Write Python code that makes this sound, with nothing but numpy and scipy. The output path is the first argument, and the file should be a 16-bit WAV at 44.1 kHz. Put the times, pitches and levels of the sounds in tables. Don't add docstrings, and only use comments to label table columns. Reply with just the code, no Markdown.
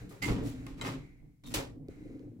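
import sys
import numpy as np
from scipy import signal
from scipy.fft import rfft, irfft
from scipy.io import wavfile
from scipy.ndimage import uniform_filter1d

SR = 44100
rng = np.random.default_rng(int(sys.argv[2]) if len(sys.argv) > 2 else 0)


def gain_from_db(level_db):
    decades = np.asarray(level_db, float) / 20
    return 10 ** decades


def generate_wav(signal):
    frames = np.transpose(np.atleast_2d(signal))
    scaled = np.clip(frames, -1, 1) * 32767
    pcm = np.round(scaled).astype(np.int16)
    wavfile.write(sys.argv[1], SR, pcm)


N = 105840
T = np.arange(N) / SR
F = np.maximum(np.arange(N // 2 + 1) * SR / N, 1)


def curve(table, col=1):
    table = np.array(table)
    return np.interp(T, table[:, 0], table[:, col])


def over_hz(table):
    table = np.array(table)
    return np.interp(np.log(F), np.log(table[:, 0]), table[:, 1])


def unit(x):
    return x / np.sqrt(np.mean(x ** 2))


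def walk(rate_hz):
    k = int(SR / rate_hz)
    steps = np.repeat(rng.standard_normal(N // k + 1), k)
    smooth = uniform_filter1d(uniform_filter1d(steps, k), k)
    return unit(smooth[:N])


def peak(x, hz, width_hz):
    return signal.lfilter(*signal.iirpeak(hz, hz / width_hz, fs=SR), x)


def resonance(x, hz, width_1_hz, width_2_hz):
    return unit(peak(peak(x, hz, width_1_hz), hz, width_2_hz))


def noise(spectrum_db):
    return unit(irfft(rfft(rng.standard_normal(N)) * gain_from_db(spectrum_db), N))


def add_mode(out, start_s, level_db, pitch_hz, t60_s, rise_s, phase):
    k = int(start_s * SR)
    u = T[k + 1:k + int(1.3 * t60_s * SR)] - start_s
    ring = np.sin(2 * np.pi * pitch_hz * u + phase)
    onset = (1 - np.exp(-u / rise_s)) ** 2
    out[k + 1:k + 1 + len(u)] += gain_from_db(level_db - 60 * u / t60_s) * ring * onset


def struck(hits, modes, rise_s, pan_db, spread_rad):
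    scatter_db, detune = 1.5, .002
    out = np.zeros((2, N))
    luck = rng.standard_normal((len(hits), len(modes), 3))
    for (start_s, hit_db), row in zip(hits, luck):
        for (hz, mode_db, t60_s), (a, b, c) in zip(modes, row):
            level_db = hit_db + mode_db + scatter_db * a
            pitch_hz = hz * (1 + detune * b)
            for port, side in zip(out, (.5, -.5)):
                phase = side * spread_rad * np.tanh(c)
                add_mode(port, start_s, level_db + side * pan_db, pitch_hz, t60_s, rise_s, phase)
    return out


# start_s, level_db, pitch_hz, t60_s
FRAME_THUDS = [(.002, -42.5, 114, 0.33), (.09, -49, 298, .12), (0.26, -15, 310, 0.033),
               (0.233, -30, 192, 0.1), (.277, -28, 116, 0.11), (0.281, -33, 287, 0.12),
               (0.304, -26, 50.6, 0.14), (.304, -27.5, 293, 0.16), (.3, -22, 180, 0.12),
               (0.323, -30.5, 121, .07), (.345, -27, 140, .06), (.36, -25, 186, 0.13),
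               (0.361, -37, 270, 0.041), (.412, -28, 293.3, 0.1), (0.4242, -29.5, 115, 0.32),
               (0.441, -48, 115, 0.44), (0.4574, -32.5, 115, 0.26), (.445, -28.5, 272, .14),
               (0.484, -31, 267.4, 0.11), (.535, -37.5, 253, 0.32), (0.586, -38, 260.5, 0.23),
               (.615, -44, 115, 0.18), (0.705, -30, 282.5, 0.066), (0.719, -38, 50, 0.13),
               (.752, -36.5, 266, .12), (0.833, -30.5, 123, .12), (0.858, -28, 275.5, 0.055),
               (0.877, -27.5, 165, 0.066), (0.902, -32, 263, 0.079), (0.909, -39, 145, 0.43),
               (.945, -33.5, 264.5, .12), (0.956, -43, 145, 0.43), (1.444, -47, 112, 0.26),
               (1.554, -34.5, 44.2, 0.25), (1.545, -24, 306, 0.066), (1.563, -33.5, 115, 0.16),
               (1.575, -34.5, 296, 0.088), (1.612, -44, 128, 0.12), (1.806, -41, 145, 0.24),
               (1.884, -25, 416, 0.031), (1.885, -25.5, 293, .03), (1.884, -35.5, 526, 0.042),
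               (1.884, -41.5, 657, 0.033), (1.889, -37, 60, 0.088), (1.994, -45.5, 115, 0.66),
               (2.26, -43.5, 141, 0.19)]


def thuds():
    out = np.zeros(N)
    for start_s, level_db, pitch_hz, t60_s in FRAME_THUDS:
        add_mode(out, start_s, level_db, pitch_hz, t60_s, rise_s=.003, phase=0)
    return out


# start_s, level_db
LATCH_STRIKES = [
    (.2195, -39),
    (.2245, -33),
    (.2345, -35),
    (.244, -36),
    (.255, -40),
    (.279, -41.5),
    (.293, -41.5),
]
# pitch_hz, level_db, t60_s
LATCH_MODES = [(1850, -14, .07), (2068, -1, .08), (2102, 0, .09), (2200, -6, .06), (2320, -8, .05),
               (2750, -7, .06), (2900, -8, .05), (3100, -10, .05), (4500, -13, .06), (4750, -11, .05),
               (6901, -16, .09), (7445, -15, .07)]


def latch():
    return struck(LATCH_STRIKES, LATCH_MODES, rise_s=.00061, pan_db=-8.5, spread_rad=1.9)


# start_s, level_db
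CATCH_STRIKES = [
    (.8118, -38),
]
# pitch_hz, level_db, t60_s
CATCH_MODES = [(930, -2, .07), (1110, -10, .12), (1390, -6, .1), (2110, -1, .12), (2480, -8, .12),
               (3080, -3, .14), (3920, -1, .055), (4690, -9, .03), (6870, -10, .04), (7460, -9, .05),
               (7880, -8, .05), (3960, -11, .15)]


def catch():
    return struck(CATCH_STRIKES, CATCH_MODES, rise_s=.00029, pan_db=1.5, spread_rad=2.6)


# start_s, level_db
LEAF_STRIKES = [
    (.666, -54.5),
    (.795, -57.5),
    (.8472, -42),
    (.858, -46.5),
    (.869, -42.5),
    (.879, -45.5),
    (.888, -50),
    (.902, -54),
    (.918, -55),
]
# pitch_hz, level_db, t60_s
LEAF_MODES = [(870, -5, 0.084), (1073, -2.5, 0.19), (1221, -1.5, 0.14), (1570, -4.5, 0.1),
              (1832, -3, 0.079), (2100, 5, 0.044), (2536, 3, 0.032), (2950, -9, .05)]


def leaf():
    return struck(LEAF_STRIKES, LEAF_MODES, rise_s=.00065, pan_db=-.6, spread_rad=1.8)


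# start_s, level_db
ROLLER_BUMPS = [(1.758, -43), (1.81, -46), (1.915, -48), (1.965, -44.5), (2.005, -40.5), (2.048, -38),
                (2.09, -37), (2.115, -42), (2.145, -36.5), (2.193, -37.5), (2.228, -39.5), (2.262, -40.5),
                (2.312, -44), (2.352, -48), (2.388, -42)]
# pitch_hz, level_db, t60_s
TRACK_MODES = [(251.7, -2, 0.1), (298.6, 6.5, 0.091), (345, -0.5, 0.085), (439, -3, 0.071),
               (523, -9.5, 0.092)]


def rollers():
    return struck(ROLLER_BUMPS, TRACK_MODES, rise_s=.006, pan_db=1.2, spread_rad=.66)


# start_s, level_db
PLATE_STRIKES = [
    (1.44, -56),
    (1.448, -55),
    (1.457, -49),
    (1.465, -52),
    (1.473, -50),
    (1.483, -53),
]
# pitch_hz, level_db, t60_s
PLATE_MODES = [(1060, -9, .05), (3400, -8, .025), (3690, 0, .05), (3950, -4, .03), (4290, -6, .03)]


def plate():
    return struck(PLATE_STRIKES, PLATE_MODES, rise_s=.00064, pan_db=.2, spread_rad=1.4)


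# start_s, level_db, rise_s, t60_s, brightness_db_per_octave
GEAR_SCRAPES = [(0.091, -58, .002, 0.67, 7.5), (0.102, -52, 0.016, 0.3, -4), (0.216, -39, 0.012, 0.51, 2.5),
                (0.269, -38, 0.021, 0.44, -2), (0.408, -51.5, 0.071, 0.33, 4),
                (0.666, -54.5, 0.004, 0.37, 0.5), (0.766, -57, 0.02, 0.53, 0),
                (0.8118, -42.5, 0.00094, 0.21, 0.5), (0.814, -40, 0.061, 0.34, 0),
                (1.436, -60.5, 0.0018, 0.52, 2), (1.461, -54.5, .003, 0.82, 5.5),
                (1.49, -53, 0.031, 0.25, 2), (1.538, -31, .004, .27, 4), (1.56, -38.5, 0.023, 0.28, -4),
                (2.3955, -55.5, .001, .1, -8.5)]
# start_s, level_db, rise_s, t60_s, brightness_db_per_octave
RELAY_TICKS = [
    (.6655, -44, .0005, .022, 1.5),
    (1.8845, -58, .0003, .009, 4.),
    (2.194, -61, .0003, .009, 0.),
]
# pitch_hz, density_db_per_hz
SCRAPE_SPECTRUM = [(240, -42.5), (400, -4), (654, -13), (1170, -12), (1780, -17), (2110, -14),
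                   (2270, -14.5), (7320, -25.5), (15800, -36)]
# pitch_hz, width_hz, lift_db
PANEL_MODES = [(376.5, 16, 6.5), (442, 72, 0), (550, 20, 9.5), (828, 14, 8.5), (965, 30, 7), (1220, 10, 5),
               (1885, 130, 5), (2063, 110, -2), (2740, 64, -2.5), (4030, 50, 2), (7560, 380, 5.5)]


def scrapes():
    treble_hz, treble_decay, fall_curl = 3900, .55, 1.253
    grit_db, grit_hz, longest_t60_s = 1.5, 400, .45
    panel_db = sum(lift_db / (1 + (2 * (F - hz) / width_hz) ** 2) for hz, width_hz, lift_db in PANEL_MODES)
    out = 0
    for start_s, level_db, rise_s, t60_s, tilt_db in GEAR_SCRAPES + RELAY_TICKS:
        u = np.maximum(T - start_s, 0)
        fall_db = -60 * (np.maximum(u - rise_s, 0) / min(t60_s, longest_t60_s)) ** fall_curl
        burst = noise(over_hz(SCRAPE_SPECTRUM) + panel_db + tilt_db * np.log2(F / 2000))
        low = signal.lfilter(*signal.butter(1, treble_hz, fs=SR), burst)
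        burst = low * gain_from_db(fall_db) + (burst - low) * gain_from_db(fall_db / treble_decay)
        rise = np.sin(np.pi / 2 * np.minimum(u / rise_s, 1)) ** 2
        out = out + rise * gain_from_db(level_db + grit_db * walk(grit_hz)) * burst
    return out


# start_s, level_db, sway_db, panels_db
CAR_SHAKE = [(0, -45, 6, 4), (.2, -53, -13, -4), (.225, -44.5, 1, 3), (.3, -32.5, 5, 1.5),
             (.39, -37, 0, 2.5), (.47, -41.5, 5.5, 10.5), (.52, -47, 7, 4), (.78, -46, -2.5, -2.5),
             (.87, -44.5, -3, 7), (1.0, -50, 5.5, 6), (1.17, -58.5, 5.5, -5), (1.24, -53.5, 6, -3),
             (1.42, -63.5, -4, -9), (1.45, -47, -10, -3), (1.56, -41.5, 2, 3), (1.68, -50, 4, 1),
             (2.28, -50.5, -4, 1.5), (2.4, -50, -14, -7)]
# pitch_hz, width_hz, level_db
CAR_MODES = [(37, 16.7, -4.5), (50.7, 52, -4.5), (115, 11.6, 2.5), (145, 10, -4), (182.7, 6.3, -6.5),
             (239.4, 11, -4), (264.1, 6.4, -2.5), (286.7, 12.5, -2.5), (342.1, 21, -8), (388.4, 34, -12),
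             (456, 25.5, -12), (590, 87, -17), (655, 91, -28.5)]


def car():
    shaft_hz, jitter_turns, scatter_db, shaft_db = 29.1, .07, 3.5, -6.5
    at = np.cumsum(1 + jitter_turns * rng.standard_normal(100)) * SR / shaft_hz
    jolts = np.zeros(N)
    jolts[at[at < N].astype(int)] = gain_from_db(scatter_db * rng.standard_normal(100))[at < N]
    drive = gain_from_db(shaft_db) * unit(jolts) + rng.standard_normal(N)
    parts = []
    for hz, width_hz, level_db in CAR_MODES:
        swell = gain_from_db(level_db + 1.83 * walk(7.19))
        parts.append(swell * resonance(drive, hz, 1.56 * width_hz, 1.56 * width_hz))
    sway, hum, panels = sum(parts[:2]), sum(parts[2:5]), sum(parts[5:])
    mix = hum + gain_from_db(curve(CAR_SHAKE, 2)) * sway + gain_from_db(curve(CAR_SHAKE, 3)) * panels
    return gain_from_db(curve(CAR_SHAKE)) * mix / 2


# start_s, level_db, belt_db
FAN_LEVEL = [(0, -62, -65), (.08, -70, -100), (.2, -69.5, -96), (.6, -66, -75), (.76, -73.5, -81),
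             (1.05, -75, -66.5), (1.2, -85.5, -75), (1.3, -90.5, -85.5), (1.42, -102, -91),
             (1.78, -104, -99), (1.87, -105, -86), (1.9, -71, -72), (2.1, -75, -74), (2.22, -79, -83.5),
             (2.33, -88.5, -99), (2.4, -90, -95)]
# pitch_hz, density_db_per_hz
FAN_SPECTRUM = [(350, -36.5), (600, -9), (892, -14.5), (1790, -16.5), (2110, -18), (3270, -61),
                (4020, -23.5), (15800, -33.5)]
# pitch_hz, width_hz, level_db
HOUSING_MODES = [(1480, 300, -5), (2200, 900, -1), (3940, 420, -10), (7000, 2400, -8)]


def fan():
    belt_hz, belt_width_hz = 2130, 260
    housing = 0
    for hz, width_hz, level_db in HOUSING_MODES:
        housing = housing + gain_from_db(level_db) * resonance(rng.standard_normal(N), hz, width_hz, 2 * width_hz)
    belt = resonance(rng.standard_normal(N), belt_hz, belt_width_hz, 2 * belt_width_hz)
    whir = gain_from_db(curve(FAN_LEVEL) + walk(13)) * (noise(over_hz(FAN_SPECTRUM)) + housing)
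    return whir + gain_from_db(curve(FAN_LEVEL, 2)) * belt


# pitch_hz, likeness_0_to_1
PORT_LIKENESS = [(40, 0.96), (90, 1), (250, 0.8), (600, 0.33), (2000, 0.11), (12000, 0.31)]
# pitch_hz, difference_db
PORT_TILT = [(30, -10.5), (60, 1), (130, 2), (300, 1), (600, -1), (2100, 0), (5000, -1.5), (12000, 1.5)]


def scene():
    lag_s = .00018
    near, far = (rfft(car() + fan() + scrapes()) for _ in range(2))
    near = near + rfft(thuds())
    likeness = np.clip(over_hz(PORT_LIKENESS), 0, 1)
    turn = gain_from_db(over_hz(PORT_TILT) / 2) * np.exp(-1j * np.pi * F * lag_s)
    shared = np.sqrt((1 + likeness) / 2) * near
    apart = np.sqrt((1 - likeness) / 2) * far
    ports = np.array([irfft((shared + apart) * turn, N), irfft((shared - apart) / turn, N)])
    return ports + latch() + catch() + leaf() + plate() + rollers()


def band_limit(x):
    return signal.sosfilt(signal.butter(12, 16800, fs=SR, output="sos"), x)


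def record(dry):
    hiss_db, top_hz = -84, 15830
    wet = dry + gain_from_db(hiss_db) * rng.standard_normal(dry.shape)
    low_pass = signal.ellip(10, .3, 70, top_hz, fs=SR, output="sos")
    mix = signal.sosfilt(low_pass, wet)
    return band_limit(mix)


dry = scene()
out = record(dry)
generate_wav(out)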